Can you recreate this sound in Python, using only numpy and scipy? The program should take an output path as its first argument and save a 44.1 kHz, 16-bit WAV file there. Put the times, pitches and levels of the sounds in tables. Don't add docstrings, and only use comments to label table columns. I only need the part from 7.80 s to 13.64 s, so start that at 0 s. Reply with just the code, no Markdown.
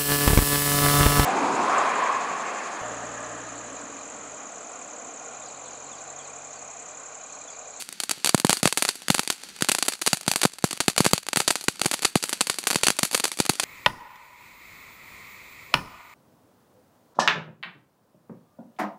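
import sys
import numpy as np
from scipy import signal
from scipy.fft import rfft, irfft
from scipy.io import wavfile
from scipy.ndimage import uniform_filter1d

SR = 44100
rng = np.random.default_rng(int(sys.argv[2]) if len(sys.argv) > 2 else 0)


def generate_wav(sig):
    pcm = np.round(np.clip(np.atleast_2d(sig).T, -1, 1) * 32767).astype(np.int16)
    wavfile.write(sys.argv[1], SR, pcm)


def gain_from_db(level_db):
    decades = np.asarray(level_db, float) / 20
    return 10 ** decades


N = 257544
TIME = np.arange(N) / SR

# start_s, peak_db, second_snap_lag_ms,
# second_snap_db (re first; ground echo, or the louder burst itself), spark_spray_db
STAR_BURSTS = [(0.0231, -13.5, 1.3, -10.0, -41), (0.0899, -15, 0.39, -20.0, -46),
               (0.1263, -28, 0.57, -10.0, -43.5), (0.2017, -8, 1.26, 1, -34),
               (0.2359, -8.5, 2.6, -3.5, -37), (0.2944, -6.5, 1.55, -2.5, -33), (0.3108, -4, 3.03, 4, -30),
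               (0.4458, -0.5, 1.08, 1, -26), (0.4599, -0.5, 0.26, -3, -28), (0.473, -2, 1.29, -4, -32),
               (0.493, 3.5, 1.7, -8, -27.5), (0.5456, -5.5, 2.97, 4, -31), (0.5784, -9, 3.5, -5, -40),
               (0.5997, -2.5, 1.86, -11, -36), (0.6479, -4, 2.1, -4.5, -26.5),
               (0.6687, -7, 2.4, -12.0, -57.0), (0.6944, -4, 1.32, 10, -23.5),
               (0.7056, 0.0, 1.25, -13, -27), (0.71, -6, 1.6, -13.0, -32), (0.7289, -3.5, 0.97, 8.5, -23),
               (0.7702, -17, 0.59, -5, -29.0), (0.8303, -3.5, 1.7, 0, -18), (0.856, -1, 1.5, -6, -26),
               (0.875, 0, 1.8, 1, -26.5), (0.9257, -4.5, 1.9, -2.5, -30), (0.9739, 0, 2.3, -4.0, -25),
               (0.9806, -15, 0.35, -9.0, -23), (1.0235, -0.5, 2.96, -4, -26.5),
               (1.051, -2.5, 1.5, -15, -29), (1.056, -15, 1.2, -15.0, -34),
               (1.081, -18.0, 0.55, -16.0, -23.5), (1.0895, 0, 1.97, -3, -27),
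               (1.1548, -32, 0.33, -9.5, -34), (1.22, -23.5, 0.37, -6, -47), (1.2835, -8.5, 0.6, 3.5, -35),
               (1.3025, 0.5, 1.4, 3.5, -24), (1.3447, -7, 3.6, 8.5, -24), (1.382, -9, 0.89, -9.0, -34),
               (1.3941, 3, 2.2, -9, -23), (1.433, -18, 0.8, -13.0, -37), (1.4757, -12, 0.34, -3.0, -31.5),
               (1.502, 0.5, 2.74, -4, -28), (1.5254, -29, 0.36, -18.0, -31), (1.6357, -18, 0.48, -21, -43),
               (1.7888, -28, 1.2, -14.0, -54), (1.8093, -15.5, 2, -1, -34), (1.823, 1.5, 0.59, -4.5, -28.5),
               (1.8465, -10, 1.3, -9.0, -70.0), (1.8875, 0, 0.7, -3, -27), (1.8911, -0.5, 2.8, -7, -36),
               (1.8959, 0, 0.36, -6, -44.0), (1.917, -1.5, 3, -5, -25.5), (1.9488, -7.5, 1.18, 4.5, -29.5),
               (1.9851, -6.5, 2.9, 1.0, -32.0), (2.0255, -0.5, 2.6, -2.0, -28),
               (2.0515, -21.0, 0.34, -5, -43), (2.0606, -17, 0.5, -10.0, -40),
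               (2.0649, -17, 0.32, -13.0, -49.0), (2.0829, 0.5, 2.95, 0.5, -25.5),
               (2.1214, -17.5, 1.74, 5, -39.0), (2.1356, -20, 2.4, -7, -32), (2.2153, -12.5, 1.7, 1, -27.5),
               (2.219, -10.5, 3.0, 3.5, -38.0), (2.2635, -5.5, 1.02, 0, -27),
               (2.2717, -1.5, 2.1, -5.5, -25.5), (2.2762, 4, 1.77, -5, -28), (2.3311, 3, 1.47, -6, -21.5),
               (2.345, -15, 2.8, -6.0, -57.0), (2.3712, -16, 1.27, -2.0, -48),
               (2.411, -19.5, 1.33, -2.0, -46), (2.4648, -16.5, 0.28, -10.0, -63),
               (2.479, -8.5, 1.56, 6.5, -23), (2.515, -0.5, 1.14, -3.5, -25.5),
               (2.5367, -10.0, 1.25, -6.0, -55.0), (2.5595, 2.5, 1.86, -7, -22),
               (2.6156, -9.0, 2.8, -1.0, -32), (2.6329, 0, 2.6, -1.5, -27), (2.639, -3.0, 2.1, -8, -23.5),
               (2.6525, 0.5, 3.96, -5, -36.0), (2.735, -38, 1.4, 2.0, -46), (2.7853, -19.5, 3.8, -2, -53.0),
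               (2.8414, -5.5, 3.1, -2, -24), (2.9094, -14.0, 3.17, 1, -37), (2.9291, -16.5, 0.91, 1, -34.5),
               (2.975, -16.5, 0.34, -9.0, -54), (3.004, 0.5, 3.26, -1, -42), (3.0102, -14, 1.3, -5, -26),
               (3.0815, 3.5, 2.4, -6, -23.5), (3.099, -13, 1.6, 0, -49.0), (3.164, -13.0, 1.4, -4.0, -70.0),
               (3.179, -0.5, 1.66, 4, -21), (3.2048, -10, 1.13, -1.0, -21), (3.2451, -12, 1.2, 4.0, -30),
               (3.252, -3, 2.4, -4, -27.5), (3.2634, -1.0, 1.87, -5.0, -22.5),
               (3.312, -21, 0.42, -12.0, -33), (3.3337, 9, 0.89, -7.5, -23.0),
               (3.3793, -8.5, 1.7, -18.0, -36.5), (3.4668, -18, 1.9, -6.5, -49),
               (3.4866, -7.5, 2.5, -5.5, -39), (3.532, -3, 3.2, -8, -35), (3.5604, -0.5, 2.11, -10, -30),
               (3.5708, -8.5, 1.5, 11, -20), (3.6025, -4, 2.26, 3, -26.5), (3.6174, -15, 1.45, -3, -50.0),
               (3.6781, 0.5, 3.13, -3, -21), (3.7054, -1, 3.1, 3.5, -23), (3.756, -6.0, 4, -9, -26),
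               (3.8108, -18, 0.66, -14, -37.0), (3.84, -27, 3.6, -8, -34), (3.8835, 1, 2.05, 0.5, -30.5),
               (3.9953, -16, 2.13, -11.0, -38.0), (4.0154, -8.5, 1.47, 9.5, -35),
               (4.034, -30.0, 1.27, 0.0, -38), (4.0476, -11, 2.5, -9.0, -43), (4.0581, -12, 1.4, 2.5, -31),
               (4.0621, -1.5, 0.38, -19.0, -25.0), (4.1138, -4.5, 2.95, -4, -27.5),
               (4.132, -14, 1.5, -11.0, -35.0), (4.1357, -18, 2.2, -9.0, -34),
               (4.1392, -5.5, 3.3, 0.5, -29), (4.1924, -16.5, 0.54, -11.0, -47),
               (4.2214, -18, 3.3, -4, -31.5), (4.2293, -10.5, 3.9, -1.5, -33),
               (4.2485, -4, 0.55, -14.0, -22), (4.2512, 3, 2.4, -1.5, -29),
               (4.3554, -5.5, 2.76, -11, -19.5), (4.4264, -21, 1.1, -1.0, -31),
               (4.4388, -4.5, 2.14, -5.0, -25), (4.4933, -12, 0.6, -4, -29), (4.5291, -6.5, 3.4, -1, -29.5),
               (4.6086, 1, 3.9, 0.5, -24), (4.6699, -13, 1.85, -2.5, -30), (4.6981, -1, 2.7, -0.5, -26.0),
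               (4.7426, -18.0, 0.56, -6.0, -40), (4.786, -9.5, 2.7, -3, -28),
               (4.831, -23.0, 0.31, -3.0, -49), (4.8398, -14, 0.45, -9.0, -52),
               (4.8705, -2, 2.6, -1, -23.5), (4.9033, -5.5, 2.1, -15.0, -25), (4.9096, -3, 4.1, -1, -35),
               (4.9303, -8, 3.4, -3, -32), (4.946, -11, 0.4, 2, -43.0), (4.958, -3.5, 1.94, -2.5, -23.5),
               (4.9861, -21, 2.3, -6, -40), (5.0334, -2, 2.1, 5.5, -24), (5.0684, 2, 2.86, -1, -27),
               (5.0834, 0.0, 0.65, 0, -26), (5.1037, 1.5, 1.25, -10, -27.5),
               (5.167, -31, 0.33, -4.0, -41.0), (5.189, -2.5, 3.4, 1.0, -26.5),
               (5.231, -6, 1.84, 9.5, -21.5), (5.251, -8, 3.0, -2, -32.0), (5.313, -16, 1.1, 1, -39),
               (5.321, -30, 0.61, -9.0, -34), (5.33, -18, 3.4, -5, -26), (5.3384, -13, 0.25, -8.0, -34),
               (5.346, -3.5, 1.86, 4.5, -23), (5.3501, -1.5, 1.65, 0, -35), (5.377, -8.5, 2, -11, -34),
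               (5.3991, -6, 4.5, -4.5, -34.5), (5.439, -10.5, 0.59, -13, -38.0),
               (5.4417, -1, 2.34, -2, -26.0), (5.454, -3.0, 2, -5.0, -26),
               (5.4794, -18.0, 1.7, -2.0, -42.0), (5.517, -12.5, 0.91, -6.5, -28.5),
               (5.5727, -28.0, 0.45, -10, -36.0), (5.589, -14, 1.7, -2, -29), (5.6016, -0.5, 2.08, 1, -27),
               (5.6526, -12.5, 2.47, -2, -42.0), (5.663, -9.5, 1.65, -2.0, -70.0),
               (5.6936, -9, 1.64, -4, -21), (5.696, -6.5, 1.52, 8.5, -28.5),
               (5.7353, -19.0, 0.31, -7.0, -40.0), (5.754, -24, 1.2, -12.0, -33.5),
               (5.7982, -2.5, 2.8, -2.5, -25.5), (5.826, -18, 2.6, -1.0, -59.0),
               (5.8334, -17.0, 0.6, -13.0, -19.0), (5.8373, -14, 2.47, 4.0, -43.0)]
# start_s, thump (relative, signed)
HARD_THUMPS = [(0.377, -0.026), (0.5458, -1.35), (0.6475, 0.8), (0.649, -0.54), (0.6956, -0.46),
               (0.7056, -0.051), (0.8303, 0.46), (0.856, -0.89), (0.9733, 0.0088), (1.3012, 0.36),
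               (1.3036, -0.55), (1.394, -0.036), (1.8221, 0.25), (2.3324, -0.38), (2.479, 0.47),
               (2.6527, -0.83), (2.8414, 1.0), (2.9314, 0.078), (3.004, 0.15), (3.0812, -0.66),
               (3.2048, 1.2), (3.2635, -0.67), (3.3335, -0.83), (3.3356, -0.37), (3.5709, 0.24),
               (3.6022, 0.091), (3.6781, 0.13), (3.8831, -0.5), (4.0581, 0.45), (4.2509, -0.16),
               (4.3576, 1.01), (4.6134, -0.084), (4.958, -0.44), (5.0835, -0.065), (5.1037, -0.055),
               (5.231, 0.27), (5.6014, -0.58), (5.6936, 0.31), (5.696, 0.6)]


def band(x, hz, width_hz):
    return signal.lfilter(*signal.iirpeak(hz, hz / width_hz, SR), x)


def fade(x, tau_s):
    return signal.lfilter([1], [1, -np.exp(-1 / (tau_s * SR))], x)


def impulses(start_s, size):
    out = np.zeros(N + 16)
    at = np.asarray(start_s) * SR
    taps = np.floor(at)[:, None] + np.arange(-7, 9)
    offset = taps - at[:, None]
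    kernel = np.sinc(offset) * np.cos(np.pi * offset / 16) ** 2
    np.add.at(out, np.clip(taps, 0, N).astype(int), kernel * np.asarray(size)[:, None])
    return out[:N]


def coloured(points):
    hz, db = np.transpose(points)
    bin_hz = np.arange(N // 2 + 1) * SR / N
    gain = gain_from_db(np.interp(np.log(bin_hz + 1), np.log(hz), db))
    x = irfft(rfft(rng.standard_normal(N)) * gain, N)
    return x / x.std()


def walk(rate_hz):
    hold = int(SR / rate_hz)
    steps = np.repeat(rng.standard_normal(N // hold + 1), hold)
    x = uniform_filter1d(steps, hold)[:N]
    return x / x.std()


def sputter(x, share):
    ticks = (rng.random(N) < 900 / SR) * rng.rayleigh(size=N)
    return x * np.sqrt(1 - share + share * fade(ticks ** 2, 0.00024) * 1.9)


def shock(clicks, push_s=.00004, pull_s=0.00021):
    push = fade(clicks, push_s)
    pull = fade(clicks, pull_s) - fade(clicks, pull_s / 4)
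    return push - 0.97 * push_s / pull_s * pull


def stars():
    start_s, peak_db, lag_ms, second_db, spray_db = np.transpose(STAR_BURSTS)
    return start_s, peak_db, start_s + lag_ms / 1000, second_db, spray_db


def rumble():
    level_db = -78 + 2.7 * walk(8)
    return gain_from_db(level_db) * coloured([(15, 3), (40, 5), (90, 13), (200, -13), (400, -70)])


def jet():
    # start_s, level_db
    jet_course = [(0, -45.5), (1, -54), (1.7, -49.5), (2.7, -52.5), (3.9, -51.5), (4.8, -48), (5.84, -50)]
    # frequency_hz, level_db
    hiss_colour = [(60, -7), (190, 5.5), (450, 0), (650, -4.5), (1100, -4.5), (1550, 1.5), (2000, 0.5),
                   (2800, 1), (5500, 0), (9000, -10.5), (14000, -11)]
    hiss = sputter(coloured(hiss_colour), .2)
    flutter_db = 2.7 * walk(10.0) + 0.67 * walk(60)
    return hiss * gain_from_db(np.interp(TIME, *np.transpose(jet_course)) - 3 + flutter_db)


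def far_ticks(count=350):
    chance = rng.random((count, 3))
    start_s = chance[:, 0] * N / SR
    size = gain_from_db(-39.0 - 6.0 * np.log(chance[:, 1]).clip(-3))
    echo_s = start_s + .003 * chance[:, 2]
    return shock(impulses(np.r_[start_s, echo_s], np.r_[size, .7 * size]))


def spray(start_s, peak_db, second_s, second_db, spray_db):
    # frequency_hz, level_db
    spray_colour = [(100, -19), (300, 8), (1000, -2), (2500, 3.5), (5000, 5.5), (9000, 1), (11500, 1),
                    (13500, -3.5), (15500, -5)]
    # lag_ms, spread_ms, level_db (re spray)
    surfaces = [(9.5, 2.8, -8.5), (22.8, 1.4, -16.5)]
    second_step_db = second_db.clip(-20, 0)
    power = np.zeros(N)
    np.add.at(power, (start_s * SR).astype(int), gain_from_db(spray_db) ** 2)
    np.add.at(power, (second_s * SR).astype(int), gain_from_db(spray_db + second_step_db) ** 2)
    power[0] = gain_from_db(-23.5) ** 2

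    buzz_db = 0.19 * peak_db + 0.55 * spray_db - 11
    buzz = impulses(np.r_[start_s, second_s], gain_from_db(2 * np.r_[buzz_db, buzz_db + second_step_db]))
    buzz = np.abs(fade(buzz, 0.0013))

    lag = TIME[:SR // 20] * 1000
    scatter = sum(gain_from_db(db) ** 2 * np.exp(-((lag - ms) / spread) ** 2) for ms, spread, db in surfaces)
    returns = np.abs(signal.fftconvolve(power, scatter)[:N])

    noise = sputter(coloured(spray_colour), .25) * gain_from_db(1.5 * walk(200))
    low = signal.sosfilt(signal.butter(2, 1800, fs=SR, output="sos"), noise)
    top = signal.sosfilt(signal.butter(2, 6500, "high", fs=SR, output="sos"), noise)
    middle = noise - low - top
    high = gain_from_db(2.5 * walk(45)) * top + gain_from_db(1.55 * walk(45)) * middle

    bright_power = gain_from_db(11.0) ** 2 * buzz + gain_from_db(-4.5) ** 2 * fade(power, 0.013) + returns
    dull_power = gain_from_db(14.5) ** 2 * buzz + gain_from_db(-6) ** 2 * fade(power, 0.0062) + returns
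    return gain_from_db(-7.5) * (high * np.sqrt(bright_power) + low * np.sqrt(dull_power))


def late_snaps(start_s, peak_db, second_s, second_db, spray_db, count=6):
    delay_s = .02 * rng.exponential(size=(len(start_s), count))
    scatter_db = 3 * rng.standard_normal((len(start_s), count))
    size = gain_from_db(spray_db[:, None] + 0.5 + scatter_db)
    return shock(impulses((second_s[:, None] + delay_s).ravel(), size.ravel()))


def heavy_blasts(start_s, peak_db, second_s, second_db, spray_db):
    jolt_s, jolt = np.transpose(HARD_THUMPS)
    together = np.abs(start_s[:, None] - jolt_s) < .003
    charge = (together * np.abs(jolt)).max(axis=1)
    size = np.tile(charge, 2) * gain_from_db(np.r_[peak_db, peak_db + second_db] - 4.5)
    return shock(impulses(np.r_[start_s, second_s], size), push_s=0.00015, pull_s=.0006)


def bursts(start_s, peak_db, second_s, second_db, spray_db):
    # start_s, rounded_share (0-1, before the scatter from star to star)
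    roundness = [(0, 0), (.5, 0.1), (1.2, 1), (2.3, 0.46), (3.7, 1), (5.84, 0.53)]
    at = np.r_[start_s, second_s]
    size = gain_from_db(np.r_[peak_db, peak_db + second_db])
    scatter = 0.53 * (rng.random(len(start_s)) - .5)
    round_share = np.interp(start_s, *np.transpose(roundness)) + scatter
    round_share = np.tile(round_share.clip(0, 1), 2)
    sharp = shock(impulses(at, size * (1 - round_share)), push_s=.00003, pull_s=.00008)
    rounded = shock(impulses(at, size * round_share), push_s=.00006, pull_s=0.00041)
    return gain_from_db(2.0) * (gain_from_db(-0.5) * sharp + rounded)


def port(x):
    # frequency_hz, width_hz, level_db
    port_modes = [(837, 180, -7.5), (1370, 430, -7), (2590, 620, -8.5), (4654, 466, 5), (8740, 4140, 5)]
    x = x + sum(gain_from_db(db) * band(x, hz, width_hz) for hz, width_hz, db in port_modes)
    x = x - 0.46 * band(x, 5110, 1120)
    return signal.sosfilt(signal.butter(2, 11200, fs=SR, output="sos"), x)


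def thumps():
    jolt_s, jolt = np.transpose(HARD_THUMPS)
    star_s, peak_db = np.transpose(STAR_BURSTS)[:2]
    nudge = -gain_from_db(peak_db - 31)
    kick = impulses(np.r_[jolt_s, star_s] + .00012, np.r_[jolt, nudge])
    creep, snap_back = fade(kick, 0.0017), fade(kick, 0.00016)
    return fade(creep + 0.93 * snap_back, .00006) / 4


def bass_cut(x):
    cut_hz, cut_q, rumble_hz = 168, 1.29, 100
    w = 2 * np.pi * cut_hz
    x = signal.lfilter(*signal.bilinear([1, 0, 0], [1, w / cut_q, w * w], SR), x)
    return signal.sosfilt(signal.butter(2, rumble_hz, "high", fs=SR, output="sos"), x)


def scene():
    star = stars()
    air = bursts(*star) + heavy_blasts(*star) + late_snaps(*star) + spray(*star) + far_ticks() + jet()
    return (port(air) + thumps())[None]


def band_limit(x):
    return signal.sosfilt(signal.butter(12, 16810, fs=SR, output="sos"), x)


def record(dry):
    x = bass_cut(dry) + rumble()
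    x = x / (1 + np.abs(x / .97) ** 6) ** (1 / 6)
    x = signal.sosfilt(signal.cheby1(10, 1, 15700, fs=SR, output="sos"), x)
    return band_limit(x)


dry = scene()
out = record(dry)
generate_wav(out)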